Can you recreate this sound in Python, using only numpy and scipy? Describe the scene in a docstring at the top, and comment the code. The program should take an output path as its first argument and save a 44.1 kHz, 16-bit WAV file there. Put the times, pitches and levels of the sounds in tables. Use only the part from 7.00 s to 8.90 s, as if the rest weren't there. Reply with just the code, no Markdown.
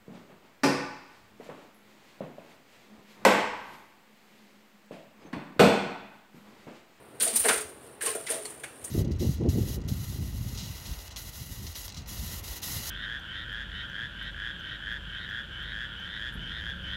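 """A stretched canvas is shifted twice on a table covered in aluminium foil, in a small room.
Over dull room tone, the frame knocks softly and the table thuds. First shift, 0.2-0.6 s: the foil
crinkles and buckles in snaps and a pitched pop; the frame knocks and the canvas rings.
A lull, then the second shift, 1.0-1.4 s, with more short pops. Scattered snaps and pops follow.
The microphone has a strong resonance near 9 kHz throughout."""
import sys
import numpy as np
from scipy import signal
from scipy.fft import rfft, irfft
from scipy.io import wavfile
from scipy.ndimage import uniform_filter1d

SR = 44100
rng = np.random.default_rng(int(sys.argv[2]) if len(sys.argv) > 2 else 0)


def output_pcm(signal):
    """Save a mono or channel-first signal as 16-bit PCM at the path in sys.argv[1].

    Samples are clipped to [-1, 1] before scaling.
    """
    pcm = np.clip(np.atleast_2d(signal).T, -1, 1) * 32767
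    wavfile.write(sys.argv[1], SR, np.round(pcm).astype(np.int16))


N = 83790
T = np.arange(N) / SR
HZ = np.fft.rfftfreq(2 * N, 1 / SR)

# room tone spectrum: (frequency [Hz], level [dB])
ROOM_TONE = [(20, -93), (40, -54), (65, -40), (100, -45), (135, -35.5), (170, -45), (260, -37.5),
             (420, -36), (700, -42), (1100, -45), (2200, -51.5), (4000, -58.5), (6500, -74), (9000, -72),
             (16000, -65)]
# frame knocks: (time [s], level [dB], centre of excited modes [Hz], spread [octaves])
FRAME_KNOCKS = [(0.138, -55, 413, 0.86), (.21, -32.5, 238, 0.58), (.226, -38, 480, 0.21),
                (.262, -28, 714, 0.15), (0.267, -34, 495, 0.18), (0.33, -29, 220, 0.2),
                (.445, -25, 454, 0.71), (.471, -31, 450, 0.22), (.485, -25.5, 930, 1.06),
                (.523, -36, 430, 0.48), (0.841, -49.5, 490, 0.98), (1.036, -37, 417, 0.37),
                (1.072, -33, 475, 0.35), (1.15, -31.5, 650, 0.57), (1.299, -32.5, 520, 0.6),
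                (1.326, -34.5, 590, 0.53), (1.362, -34.5, 603, 0.4), (1.575, -46.5, 402, 0.54)]
# canvas and frame modes: (frequency [Hz], gain [dB], t60 [s])
CANVAS_MODES = [(224.6, -11.5, 0.33), (245, -11, 0.21), (372, -19.5, 0.78), (426, -6, 0.62),
                (447, -4.5, 0.27), (473.9, -1, 0.19), (570, -9, 0.25), (636.7, -10.5, 0.35),
                (659, -4, 0.26), (724, -13, 0.24), (1308, -7.5, 0.36), (1406, 0, 0.31), (1560, -8, 0.45)]
# table bumps: (time [s], pitch [Hz], level [dB])
TABLE_BUMPS = [(0.147, 108, -51), (0.403, 67, -40.5), (.503, 114, -46), (.568, 62, -44), (0.65, 80, -44),
               (1.827, 85, -44.5)]
# foil drag envelope: (time [s], level [dB])
DRAG_ENVELOPE = [(0, -79.5), (.192, -71.5), (.205, -42.5), (.25, -40.5), (.315, -49.5), (.35, -42.5),
                 (.39, -45), (.435, -42.5), (.53, -39.5), (.62, -70), (.74, -71), (.79, -70.5),
                 (.86, -63.5), (1.0, -77), (1.02, -43.5), (1.085, -40), (1.135, -52), (1.255, -59),
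                 (1.298, -47.5), (1.306, -40.5), (1.39, -54.5), (1.56, -62.5), (1.69, -69.5), (1.9, -57.5)]
# crinkle spectrum: (frequency [Hz], gain [dB])
CRINKLE_SPECTRUM = [(100, -32), (250, 5.5), (600, 8.5), (1500, 5.5), (3000, 6), (6000, -1.5), (9000, 5),
                    (12000, 0.5), (16000, -4)]
# snap bands, body to top: (frequency [Hz])
SNAP_BANDS_HZ = [480, 1600, 4300, 9100, 13500]
# foil snaps: (time [s], body [dB], middle [dB], presence [dB], treble [dB], top [dB])
FOIL_SNAPS = [(0.2, -29, -30, -25.5, -23, -33), (0.205, -45, -23, -14, -48, -38),
              (0.22, -27, -41, -39, -19, -22), (0.229, -20.5, -17.5, -24, -20, -25),
              (0.249, -21, -32, -43, -19, -52), (0.274, -33, -30, -20.5, -24, -43),
              (0.358, -60, -26, -25.5, -14.5, -17), (0.364, -60, -31, -19.5, -26, -26),
              (0.395, -36, -50, -44, -18, -22), (0.447, -11.5, -8, -24, -48, -44),
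              (0.455, -11, -6.5, -40, -17, -28), (0.484, -8.5, 0, -13, -18.5, -27),
              (0.496, -6.5, -3.5, -20.5, -73, -40), (0.526, -26, -12.5, -39, -23, -40),
              (0.556, -20.5, -36, -39, -28, -34), (0.575, -44, -21, -27.5, -27.5, -36),
              (0.606, -24, -53, -35, -29.5, -36), (0.69, -23, -49, -55, -43.5, -48),
              (1.009, -60, -13, -33, -34.5, -38), (1.021, -37, -30, -44, -27, -34),
              (1.058, -37, -19, -31, -27, -42), (1.073, -28, -15.5, -26, -36, -95),
              (1.101, -22.5, -20, -32.5, -36.5, -40), (1.149, -12.5, -24, -42, -29, -37),
              (1.267, -44, -28.5, -26.5, -38.5, -46), (1.284, -45, -13.5, -32, -40, -48),
              (1.302, -18.5, -24, -35, -23, -32), (1.316, -31, -19, -31, -34, -40),
              (1.339, -18, -21.5, -30, -42, -51), (1.451, -22.5, -27, -37, -30, -44),
              (1.499, -28, -37, -49, -36, -43), (1.597, -51, -39, -60, -44.5, -51),
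              (1.635, -24.5, -18.5, -32.5, -35.5, -42), (1.842, -26.5, -34, -40.5, -28, -37)]
# room decay: (frequency [Hz], t60 [s])
ROOM_DECAY = [(200, 0.4), (500, 0.42), (1500, 0.35), (4000, 0.36), (9000, 0.27), (16000, 0.31)]
# foil facets popping through: (time [s], pitch [Hz], level [dB], t60 [s])
FACET_POPS = [(0.2, 1504, -40, 0.32), (1.01, 1657, -30, 0.054), (1.067, 1064, -29.5, 0.16),
              (1.269, 2020, -26, 0.039), (1.451, 4290, -35, 0.077), (1.636, 2205, -34.5, 0.086),
              (1.845, 6200, -39, 0.038)]


def amp(db):
    """Decibels to gain."""
    return 10 ** (np.asarray(db) / 20)


def unit_rms(x):
    """Scales to unit rms."""
    return x / np.sqrt(np.mean(x ** 2) + 1e-20)


def lookup(points, hz):
    """Interpolates a table on a log-frequency axis."""
    points_hz, values = np.transpose(points)
    return np.interp(np.log(hz + 1), np.log(points_hz + 1), values)


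def filtered(x, gain):
    """Filters x by one gain per bin of HZ."""
    return irfft(rfft(x, 2 * N) * gain)[:N]


def min_phase(gain):
    """Causal response for a gain curve: no pre-ringing."""
    log_gain = np.log(np.maximum(gain, 1e-5))
    mirrored = np.r_[log_gain, log_gain[-2:0:-1]]
    return np.exp(np.conj(signal.hilbert(mirrored)))[:N + 1]


def low_cut(hz):
    """Fourth-order high-pass gain."""
    return 1 / np.sqrt(1 + (hz / (HZ + 1)) ** 8)


def decay(t60_s, t=T):
    """Exponential fall, 60 dB per t60_s."""
    return np.exp(-np.log(1000) * t / t60_s)


def envelope(rise_s, t60_s):
    """Quick rise, exponential decay."""
    return (1 - np.exp(-T / rise_s)) * decay(t60_s)


def add(mix, time_s, sound):
    """Mixes a sound in at time_s."""
    part = mix[round(time_s * SR):]
    part += sound[:len(part)]


def room_tone():
    """Steady, dull background noise."""
    return filtered(rng.standard_normal(N), amp(lookup(ROOM_TONE, HZ)))


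def frame_knocks(rise_s=0.0029, vary_db=1.5, detune=0.0064):
    """The frame meets the table; the contact point decides which canvas modes ring."""
    out = np.zeros(N)
    for time_s, level_db, centre_hz, spread_oct in FRAME_KNOCKS:
        for mode_hz, mode_db, t60_s in CANVAS_MODES:
            excitation = np.exp(-(np.log2(mode_hz / centre_hz) / spread_oct) ** 2 / 2)
            gain = excitation * amp(level_db + mode_db + vary_db * rng.standard_normal())
            cycles = mode_hz * (1 + detune * rng.standard_normal()) * T + rng.random()
            add(out, time_s, gain * envelope(rise_s, t60_s) * np.sin(2 * np.pi * cycles))
    return out


def table_bumps():
    """Soft bumps on the table: low, damped thuds."""
    out = np.zeros(N)
    for time_s, hz, level_db in TABLE_BUMPS:
        thud = envelope(rise_s=0.002, t60_s=0.12) * np.sin(2 * np.pi * hz * T)
        add(out, time_s, amp(level_db) * thud)
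    return filtered(out, low_cut(hz=50))


def click_cluster(spread_db=1.5, density=0.2):
    """Dense train of tiny, uneven clicks."""
    sizes = amp(spread_db * np.minimum(rng.exponential(1, N), 4))
    return unit_rms(sizes * rng.choice([-1, 1], N) * (rng.random(N) < density))


def foil_crinkle(creases=24, pitch_range_hz=(1875, 13910), ticks_per_s=900, spread_db=2.0, ping_db=-4):
    """Creases give way at random under the dragged canvas; each ticks, rings at its pitch and scatters."""
    out = np.zeros(N)
    t = T[:4096]
    drag = amp(np.interp(T, *np.transpose(DRAG_ENVELOPE)))
    for hz in np.linspace(*pitch_range_hz, creases):
        sizes = amp(spread_db * np.minimum(rng.exponential(1, N), 3))
        triggers = unit_rms(sizes * (rng.random(N) < ticks_per_s / creases / SR))
        scatter = (click_cluster() * envelope(rise_s=0.0009, t60_s=0.045))[:len(t)]
        ping = np.sin(2 * np.pi * hz * t) * decay(t60_s=0.044, t=t)
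        tick = scatter / np.linalg.norm(scatter) + amp(ping_db) * ping / np.linalg.norm(ping)
        tick[0] += 0.66  # direct click
        out += signal.oaconvolve(triggers * drag, tick)[:N]
    return filtered(out / np.sqrt(creases), min_phase(amp(lookup(CRINKLE_SPECTRUM, HZ))))


def foil_snaps(crack_db=-5.5, tail_db=-9.5, dip_hz=1014, dip_db=-5.5, dip_width=0.33):
    """A buckle cracks and runs through the foil as clicks, with its own colour and room tail."""
    out = np.zeros(N)
    dip = amp(dip_db * np.exp(-(np.log((HZ + 1) / dip_hz) / dip_width) ** 2 / 2))
    strength = envelope(rise_s=0.0046, t60_s=0.074) + amp(crack_db) * decay(t60_s=0.004)
    for time_s, *bands_db in FOIL_SNAPS:
        burst = click_cluster() * strength + amp(tail_db) * room_tail()
        bands = amp(lookup(list(zip(SNAP_BANDS_HZ, bands_db)), HZ))
        colour = bands * dip * low_cut(hz=270) * facet_ripple()
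        add(out, time_s, filtered(burst, min_phase(colour)))
    return out


def room_tail(build_s=0.043):
    """Diffuse reflections; each band decays at its own rate."""
    hz, t, spectrum = signal.stft(rng.standard_normal(N), SR, nperseg=256)
    fade = decay(lookup(ROOM_DECAY, hz)[:, None], t)
    tail = signal.istft(spectrum * fade, SR, nperseg=256)[1][:N]
    return tail * (1 - np.exp(-T / build_s))


def facet_ripple(depth_db=2.2, step_hz=350):
    """Random spectral ripple: each patch of foil favours its own pitches."""
    knots_hz = np.arange(0, SR, step_hz)
    return amp(depth_db * np.interp(HZ, knots_hz, rng.standard_normal(len(knots_hz))))


def facet_pops(rise_s=0.003, jitter_rms=0.045):
    """A larger facet flips and rings briefly; pitch jitter roughens the high ones."""
    out = np.zeros(N)
    for time_s, hz, level_db, t60_s in FACET_POPS:
        jitter = jitter_rms * unit_rms(uniform_filter1d(rng.standard_normal(N), size=40))
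        cycles = np.cumsum(hz * (1 + jitter)) / SR
        add(out, time_s, amp(level_db) * envelope(rise_s, t60_s) * np.sin(2 * np.pi * cycles))
    return out


def scene():
    """Mono mix of room, foil, frame and table."""
    mix = room_tone() + foil_snaps() + foil_crinkle() + facet_pops() + frame_knocks() + table_bumps()
    return mix[None]


def record(dry):
    """Microphone treble resonance, then band limit."""
    resonance_hz, q, boost, cutoff_hz = 9133, 10.5, 4.76, 15750
    response = 1 + boost / (1 + 1j * q * (HZ / resonance_hz - resonance_hz / (HZ + 1)))
    low_pass = signal.firwin(511, cutoff_hz, window=("kaiser", 9), fs=SR)
    return signal.oaconvolve(filtered(dry[0], response), low_pass, "same")[None]


dry = scene()
out = record(dry)
output_pcm(out)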